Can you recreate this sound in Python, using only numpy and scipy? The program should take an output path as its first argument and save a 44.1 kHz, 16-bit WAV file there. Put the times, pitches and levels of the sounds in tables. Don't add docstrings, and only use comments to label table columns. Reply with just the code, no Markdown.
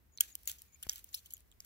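import sys
import numpy as np
from scipy import signal
from scipy.fft import rfft, irfft
from scipy.io import wavfile
from scipy.ndimage import uniform_filter1d

SR = 44100
rng = np.random.default_rng(int(sys.argv[2]) if len(sys.argv) > 2 else 0)


def pcm_store(signal):
    levels = np.round(np.clip(np.atleast_2d(signal), -1, 1) * 32767)
    wavfile.write(sys.argv[1], SR, levels.astype(np.int16).T)


def magnitude_from_level(level_db):
    exponent = np.asarray(level_db, float) / 20
    return 10 ** exponent


N = 72765
TIME = np.arange(N) / SR
BIN_HZ = np.maximum(np.arange(N // 2 + 1) * SR / N, 1)


def rms_one(x):
    return x / np.sqrt(np.mean(x ** 2) + 1e-20)


def at_hz(points, hz):
    table_hz, value = np.transpose(points)
    return np.interp(np.log(hz), np.log(table_hz), value)


def drift(rate_hz):
    r = np.exp(-2 * np.pi * rate_hz / SR)
    slow = signal.lfilter([1], [1, -2 * r, r * r], rng.standard_normal(N + SR))
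    return rms_one(slow[SR:])


def ring(x, hz, t60):
    r, w = magnitude_from_level(-60 / (t60 * SR)), 2 * np.pi * hz / SR
    return signal.lfilter([0, np.sin(w)], [1, -2 * r * np.cos(w), r * r], x + 1e-18)


def colour(x, spectrum):
    return rms_one(irfft(rfft(x) * magnitude_from_level(at_hz(spectrum, BIN_HZ)), N))


def noise(spectrum):
    return colour(rng.standard_normal((2, N)), spectrum)


def gate(start, length):
    t = TIME - start
    return np.clip(np.minimum(t / .002, (length - t) / (.3 * length)), 0, 1), t


def top_cut(x):
    return signal.sosfilt(signal.cheby2(14, 45, 16150, fs=SR, output="sos"), x)


# frequency in Hz, level in dB.
ROOM_SPECTRUM = [(20, -39), (35, -11), (52, 5.5), (75, 3), (110, -9), (400, -20), (700, -27), (3000, -35)]
# frequency in Hz, left-right likeness from 0 to 1.
ROOM_LIKENESS = [(30, 0.89), (80, 0.77), (200, 0.23), (1000, 0.026), (8000, 0.047)]


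def room_rumble():
    mid, side = rfft(rng.standard_normal((2, N)))
    alike = np.clip(at_hz(ROOM_LIKENESS, BIN_HZ), 0, 1)
    pair = irfft(np.sqrt(1 + alike) * mid + np.sqrt(1 - alike) * side * [[1], [-1]], N)
    return magnitude_from_level(-68 + 0.28 * drift(2.7)) * colour(pair, ROOM_SPECTRUM)


# frequency in Hz, level in dB per Hz.
HISS_SPECTRUM = [(2000, 2.5), (3500, -6), (6000, -16.5), (8300, -25), (14500, 4), (16500, -2.5)]


def microphone_hiss():
    return magnitude_from_level(-77) * noise(HISS_SPECTRUM)


# time in seconds, level in dB.
RUB_LEVEL = [(0, -100), (.19, -94), (.3, -77), (.39, -71), (.45, -72), (.62, -69), (.7, -79.5), (.86, -70),
             (1.22, -73.5), (1.4, -76.5), (1.45, -83), (1.6, -87)]
# frequency in Hz, level in dB per Hz.
RUB_SPECTRUM = [(1000, -19.5), (2300, -12), (3500, -12), (6800, -11.5), (8500, -15.5), (11000, -9.5),
                (15500, -7), (16500, -26)]


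def finger_rub():
    level_db = np.interp(TIME, *np.transpose(RUB_LEVEL))
    return magnitude_from_level(level_db + 3.5 + 1.5 * drift(30)) * noise(RUB_SPECTRUM)


# start in seconds, length in seconds, level in dB, pitch in Hz.
PIN_SQUEAKS = [
    (.12, .05, -80, 6800),
    (.285, .066, -70, 6800),
    (.68, .035, -77, 6770),
    (.72, .045, -73, 6800),
    (.65, .14, -81, 2350),
    (1.09, .045, -79, 7000),
    (1.304, .075, -68, 6800),
    (1.1, .043, -70, 12100),
    (.585, .03, -76, 6800),
]


def squeaks():
    out = 0
    width_hz = 260
    t60 = np.log(1000) / np.pi / width_hz
    for start, length, db, hz in PIN_SQUEAKS:
        dots = magnitude_from_level(db + 4.5 * drift(45))
        tone = rms_one(ring(ring(rng.standard_normal((2, N)), hz, t60), hz, t60))
        out = out + gate(start, length)[0] * dots * tone
    return out


# start in seconds, peak in dB, pitch of the loudest link in Hz,
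# brightness in dB, chatter in ms.
CLINKS = [(.2071, -11.5, 8530, 32, 2.1), (.4742, -26, 4700, 2, 2), (.4760, -29, 7300, 6, 0.87),
          (.4822, -31.5, 14100, 4, 0.9), (.4880, -31.5, 12500, -9, 2), (.4952, -28.5, 3230, -9, 1.1),
          (.8273, -31.5, 11900, 5, 0.75), (.8320, -31.5, 11350, -6, 1.1), (.8984, -32, 12300, -31, 0.56),
          (.9325, -35.5, 13400, -9, 1.2), (.9577, -36.5, 6800, -4, 1.5), (1.1423, -30, 4270, -13, 0.61),
          (1.1445, -29, 5360, -5.5, 5.1), (1.3367, -35, 11400, -16, 1.44)]
# start in seconds, peak in dB, pitch in Hz, chatter in ms.
TICKS = [(0.3537, -27, 12600, 0.25), (0.4327, -47, 11100, 0.85), (0.5083, -40.5, 15500, 0.82),
         (0.5157, -28.5, 11460, 0.48), (0.5842, -46.5, 6900, 6.1), (0.6192, -36.5, 8460, 0.36),
         (0.868, -42, 5400, 1.6), (0.927, -38, 12700, 0.65), (0.98, -39.5, 15400, 1),
         (0.9925, -44, 12600, 0.79), (1.043, -36.5, 15600, 0.64), (1.259, -42, 6700, 1.16),
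         (1.2655, -50, 4560, 1.2), (1.3061, -41.5, 7040, 2), (1.3678, -43.5, 12300, 0.63),
         (1.4055, -50, 12800, .6), (1.6475, -43.5, 11000, 1.2), (1.324, -43, 11500, 2),
         (1.312, -45.5, 10900, 1.3), (1.378, -51, 12000, 1), (1.477, -66.5, 11000, .8),
         (0.95, -49, 12500, 0.91)]
# start in seconds, peak in dB, pitch in Hz, brightness in dB, chatter in ms.
DULL_KNOCKS = [(.1750, -35.5, 6270, -26, 0.48), (.1843, -35, 4150, -21.5, .2), (.8947, -26, 5330, -10, 1.3),
               (.917, -39, 5400, -15, 1.16), (1.0895, -54, 6740, -10, 1.2),
               (1.1295, -46.5, 6950, -20, 0.71), (1.3455, -45, 7400, -34, 1.1),
               (1.5155, -50.5, 3380, -7, 1.1), (1.6037, -47.5, 6000, 18, 1), (.4555, -46.5, 13200, 10, 3),
               (1.181, -47.5, 4300, -27, 2.2), (1.190, -49, 4350, -23, 1), (.2352, -47.5, 3030, -20.5, 1.1),
               (.833, -39, 3300, -16, 2.8)]
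# frequency in Hz, level in dB.
LINK_MODES = [(3150, 3), (3800, -14.5), (4600, -26), (5700, -6.5), (6820, -3.5), (7300, 3.5), (8420, -0.5),
              (9200, 2), (10700, 7.5), (11900, 9), (13090, 8.5), (13890, 5), (15020, -0.5), (15600, -1.5)]


def clinks():
    out, t = np.zeros((2, N + SR)), np.arange(SR // 16) / SR
    crack_filter = signal.butter(2, 4500, "high", fs=SR, output="sos")
    tick_bright_db = -2.5
    ticks = [(s, db, hz, tick_bright_db, ms) for s, db, hz, ms in TICKS]
    for start, db, hz, bright_db, chatter_ms in list(CLINKS) + ticks + list(DULL_KNOCKS):
        shape = np.minimum(t / .0003, 1) * np.exp(-(t * 1000 / chatter_ms / 1.5) ** 1.5)
        contacts = shape * rng.choice([-1, 1], len(t)) * rng.exponential(1, len(t))

        steel = magnitude_from_level(17) * signal.sosfilt(crack_filter, contacts)
        for mode_hz, mode_db in LINK_MODES:
            luck_db = rng.normal(0, 2.5, 3)
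            t60 = .0075 * (7000 / mode_hz) ** 0.48
            steel = steel + magnitude_from_level(mode_db + luck_db[0] + luck_db[1:, None]) * ring(contacts, mode_hz, t60)

        loudest_link = magnitude_from_level(10) * ring(contacts, min(hz, 16000), .0045)
        x = magnitude_from_level(bright_db) * steel + loudest_link
        x = x + .35 * np.array([np.roll(x[0], 31), -np.roll(x[1], 47)])
        peak = np.sqrt(uniform_filter1d(x ** 2, size=44).max())
        i = int(start * SR)
        out[:, i:i + len(t)] += magnitude_from_level(db) * x / peak / 2
    return signal.sosfilt(signal.butter(8, 2950, "high", fs=SR, output="sos"), out[:, :N])


RING_STARTS = [.1752, .1845, .2073, .2082, .3533, .4749, .4761, .8278, .8951, .9580, 1.0432, 1.0897, 1.1432,
               1.1447, 1.1462, 1.3369, 1.5157, 1.5245, 1.6039]
# frequency in Hz, level in dB, t60 in ms.
RINGING_LINKS = [
    [(5700, -43.5, 6.8)],
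    [(2250, -47.5, 6), (7320, -60, 5)],
    [(2620, -27.5, 7.8), (3070, -23.5, 7.7), (4750, -25.5, 8.5), (5740, -31, 18), (6400, -21.5, 3.5),
     (6800, -20.5, 18.7), (15450, -18, 6)],
    [(9280, -17.5, 8.8), (11965, -11.5, 12)],
    [(3065, -43, 12.5), (4510, -38.5, 4.2), (6600, -57, 5.1), (8970, -29, 5.5), (13090, -23.5, 4.7)],
    [(2190, -40, 12), (3040, -34.5, 11), (5600, -43, 5.8), (15500, -25, 6)],
    [(6810, -27.5, 17), (15050, -23, 7)],
    [(7060, -35, 16)],
    [(3270, -40.5, 29), (3770, -29.5, 7.2), (810, -55.5, 26), (4740, -29, 18), (5695, -18.5, 9.1),
     (6830, -24, 13), (9920, -37, 5.9), (11200, -29, 4.7), (13700, -35, 8.4)],
    [(4660, -44, 6), (11000, -42, 7.4)],
    [(12000, -40, 7)],
    [(6600, -50.5, 15)],
    [(4030, -34.5, 12)],
    [(10400, -32.5, 9), (14900, -25.5, 8.6)],
    [(12340, -26, 8.4)],
    [(3330, -56.5, 13), (6840, -41, 26), (11750, -29, 10)],
    [(7460, -53.5, 9.3)],
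    [(3300, -54.5, 9.9), (7300, -55, 4.4)],
    [(2300, -55.5, 11), (5120, -38.5, 10), (6410, -39, 10.3), (12210, -38.5, 8.9)],
]


def link_rings():
    out, t = np.zeros((2, N + SR)), np.arange(SR // 20) / SR
    for start, links in zip(RING_STARTS, RINGING_LINKS):
        i = int(start * SR)
        for hz, db, t60_ms in links:
            phase = rng.uniform(0, 2 * np.pi, (2, 1))
            shape = np.minimum(t / .0004, 1) * magnitude_from_level(db - 60e3 * t / t60_ms)
            out[:, i:i + len(t)] += shape * np.sin(2 * np.pi * hz * t + phase)
    return out[:, :N]


# start in seconds, length in seconds, fade in dB per second.
SLIDE_RUNS = [(.211, .14, 170), (.476, .046, 120), (.52, .06, 200), (.835, .04, 30), (.888, .008, 0),
              (.9, .12, 20), (1.13, .014, 0), (1.148, .065, 170), (1.25, .03, 30), (1.30, .085, 30),
              (1.605, .06, 30), (.2015, .007, 0)]
# bright grit in dB, dull rub in dB.
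SLIDE_LEVELS = [(-48.5, -57), (-41.5, -56), (-59, -69), (-70, -65), (-51.5, -66), (-56, -65.5), (-56, -69),
                (-52, -78.5), (-66.5, -100), (-69, -86), (-70, -78.5), (-46.5, -66)]
# frequency in Hz, level in dB per Hz.
GRIT_SPECTRUM = [(1800, -38.5), (2700, -4), (3300, 1), (5000, -3.5), (6800, 2.5), (9000, -7.5),
                 (12000, 2.5), (15500, -4.5)]
# frequency in Hz, level in dB per Hz.
DULL_SPECTRUM = [(500, -12.5), (1000, -14), (1500, -4), (2500, -5), (3500, -18)]


def slides():
    grains_per_s, spread_db = 11000, 3.0
    grains = rng.random((3, N)) < grains_per_s / SR
    size_db = spread_db * np.minimum(rng.exponential(1, (3, N)), 4)
    grit = grains * magnitude_from_level(size_db) * rng.choice([-1, 1], (3, N))
    grit = grit[0] + .9 * grit[1:]

    runs = []
    for start, length, fade in SLIDE_RUNS:
        window, t = gate(start, length)
        runs.append(window * magnitude_from_level(-fade * np.maximum(t, 0)))
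    bright, dull = magnitude_from_level(np.transpose(SLIDE_LEVELS)) @ runs
    throb = magnitude_from_level(2.2 * drift(60))
    return throb * (bright * colour(grit, GRIT_SPECTRUM) + dull * colour(grit, DULL_SPECTRUM))


def palm_thud():
    knock = np.zeros(N)
    knock[int(.2075 * SR)] = 1
    return magnitude_from_level(-42) * ring(knock, 340, 0.012)


# start in seconds, level in dB.
CASE_HITS = [
    (0.2085, -27.5),
    (0.4733, -50),
    (0.8273, -42),
    (0.8945, -32),
    (1.602, -61),
    (1.645, -49.5),
]
# frequency in Hz, level in dB, t60 in seconds.
CASE_MODES = [(778, -17, 0.012), (1500, -12, 0.032), (1756, -13.5, 0.029), (2160, -18, 0.045)]


def watch_case():
    push, t = np.zeros((2, N)), np.arange(200) / SR
    for start, db in CASE_HITS:
        i = int(start * SR)
        push[:, i:i + 200] += magnitude_from_level(db - 11.5) * rng.standard_normal((2, 200)) * np.exp(-t / 0.00026)
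    return sum(magnitude_from_level(db) * ring(push, hz, t60) for hz, db, t60 in CASE_MODES)


def finger_bump():
    bump = np.zeros(N)
    bump[int(.8676 * SR)] = 1
    r = np.exp(-2 * np.pi * 465 / SR)
    snap = magnitude_from_level(-38.5) * signal.lfilter([.4], np.convolve([1, -r], [1, -.6]), bump)
    wobble = magnitude_from_level(-45.5) * ring(bump, 77.4, 0.048)
    port_db = np.array([[3.], [-5.]])
    return (snap - wobble) * magnitude_from_level(port_db)


# frequency in Hz, left over right in dB.
PORT_COLOUR = [(2000, -1.5), (3500, -3.5), (6000, 2), (9000, 7), (10700, 6), (12500, -7.5), (16000, 0)]
# time in seconds, left over right in dB.
BRACELET_SWING = [(0, 1.5), (.4, 0.5), (.7, 0.5), (.9, -1), (1.14, 3.5), (1.34, 0), (1.65, 2.5)]


def ports(x):
    pan_db = at_hz(PORT_COLOUR, BIN_HZ)
    swing_db = np.interp(TIME, *np.transpose(BRACELET_SWING))
    half = np.array([[.5], [-.5]])
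    return magnitude_from_level(half * swing_db) * irfft(rfft(x) * magnitude_from_level(half * pan_db), N)


def add_echo(x):
    t = np.arange(SR // 4) / SR
    echo = rng.standard_normal((2, len(t))) * magnitude_from_level(-60 * t / .13) * (t > .003)
    return x + magnitude_from_level(-54) * signal.fftconvolve(x, echo, axes=1)[:, :N]


def scene():
    steel = ports(clinks() + watch_case() + top_cut(slides()) + squeaks() + link_rings())
    steel[0] = np.roll(steel[0], int(-.0005 * SR))
    steel = add_echo(steel)
    steady = top_cut(finger_rub() + microphone_hiss() + room_rumble())
    return steel + steady + palm_thud() + finger_bump()


def low_pass(x):
    return signal.sosfilt(signal.butter(12, 17040, fs=SR, output="sos"), x)


def record(dry):
    mix = signal.sosfilt(signal.cheby2(10, 40, 16800, fs=SR, output="sos"), dry)
    return low_pass(mix)


dry = scene()
out = record(dry)
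pcm_store(out)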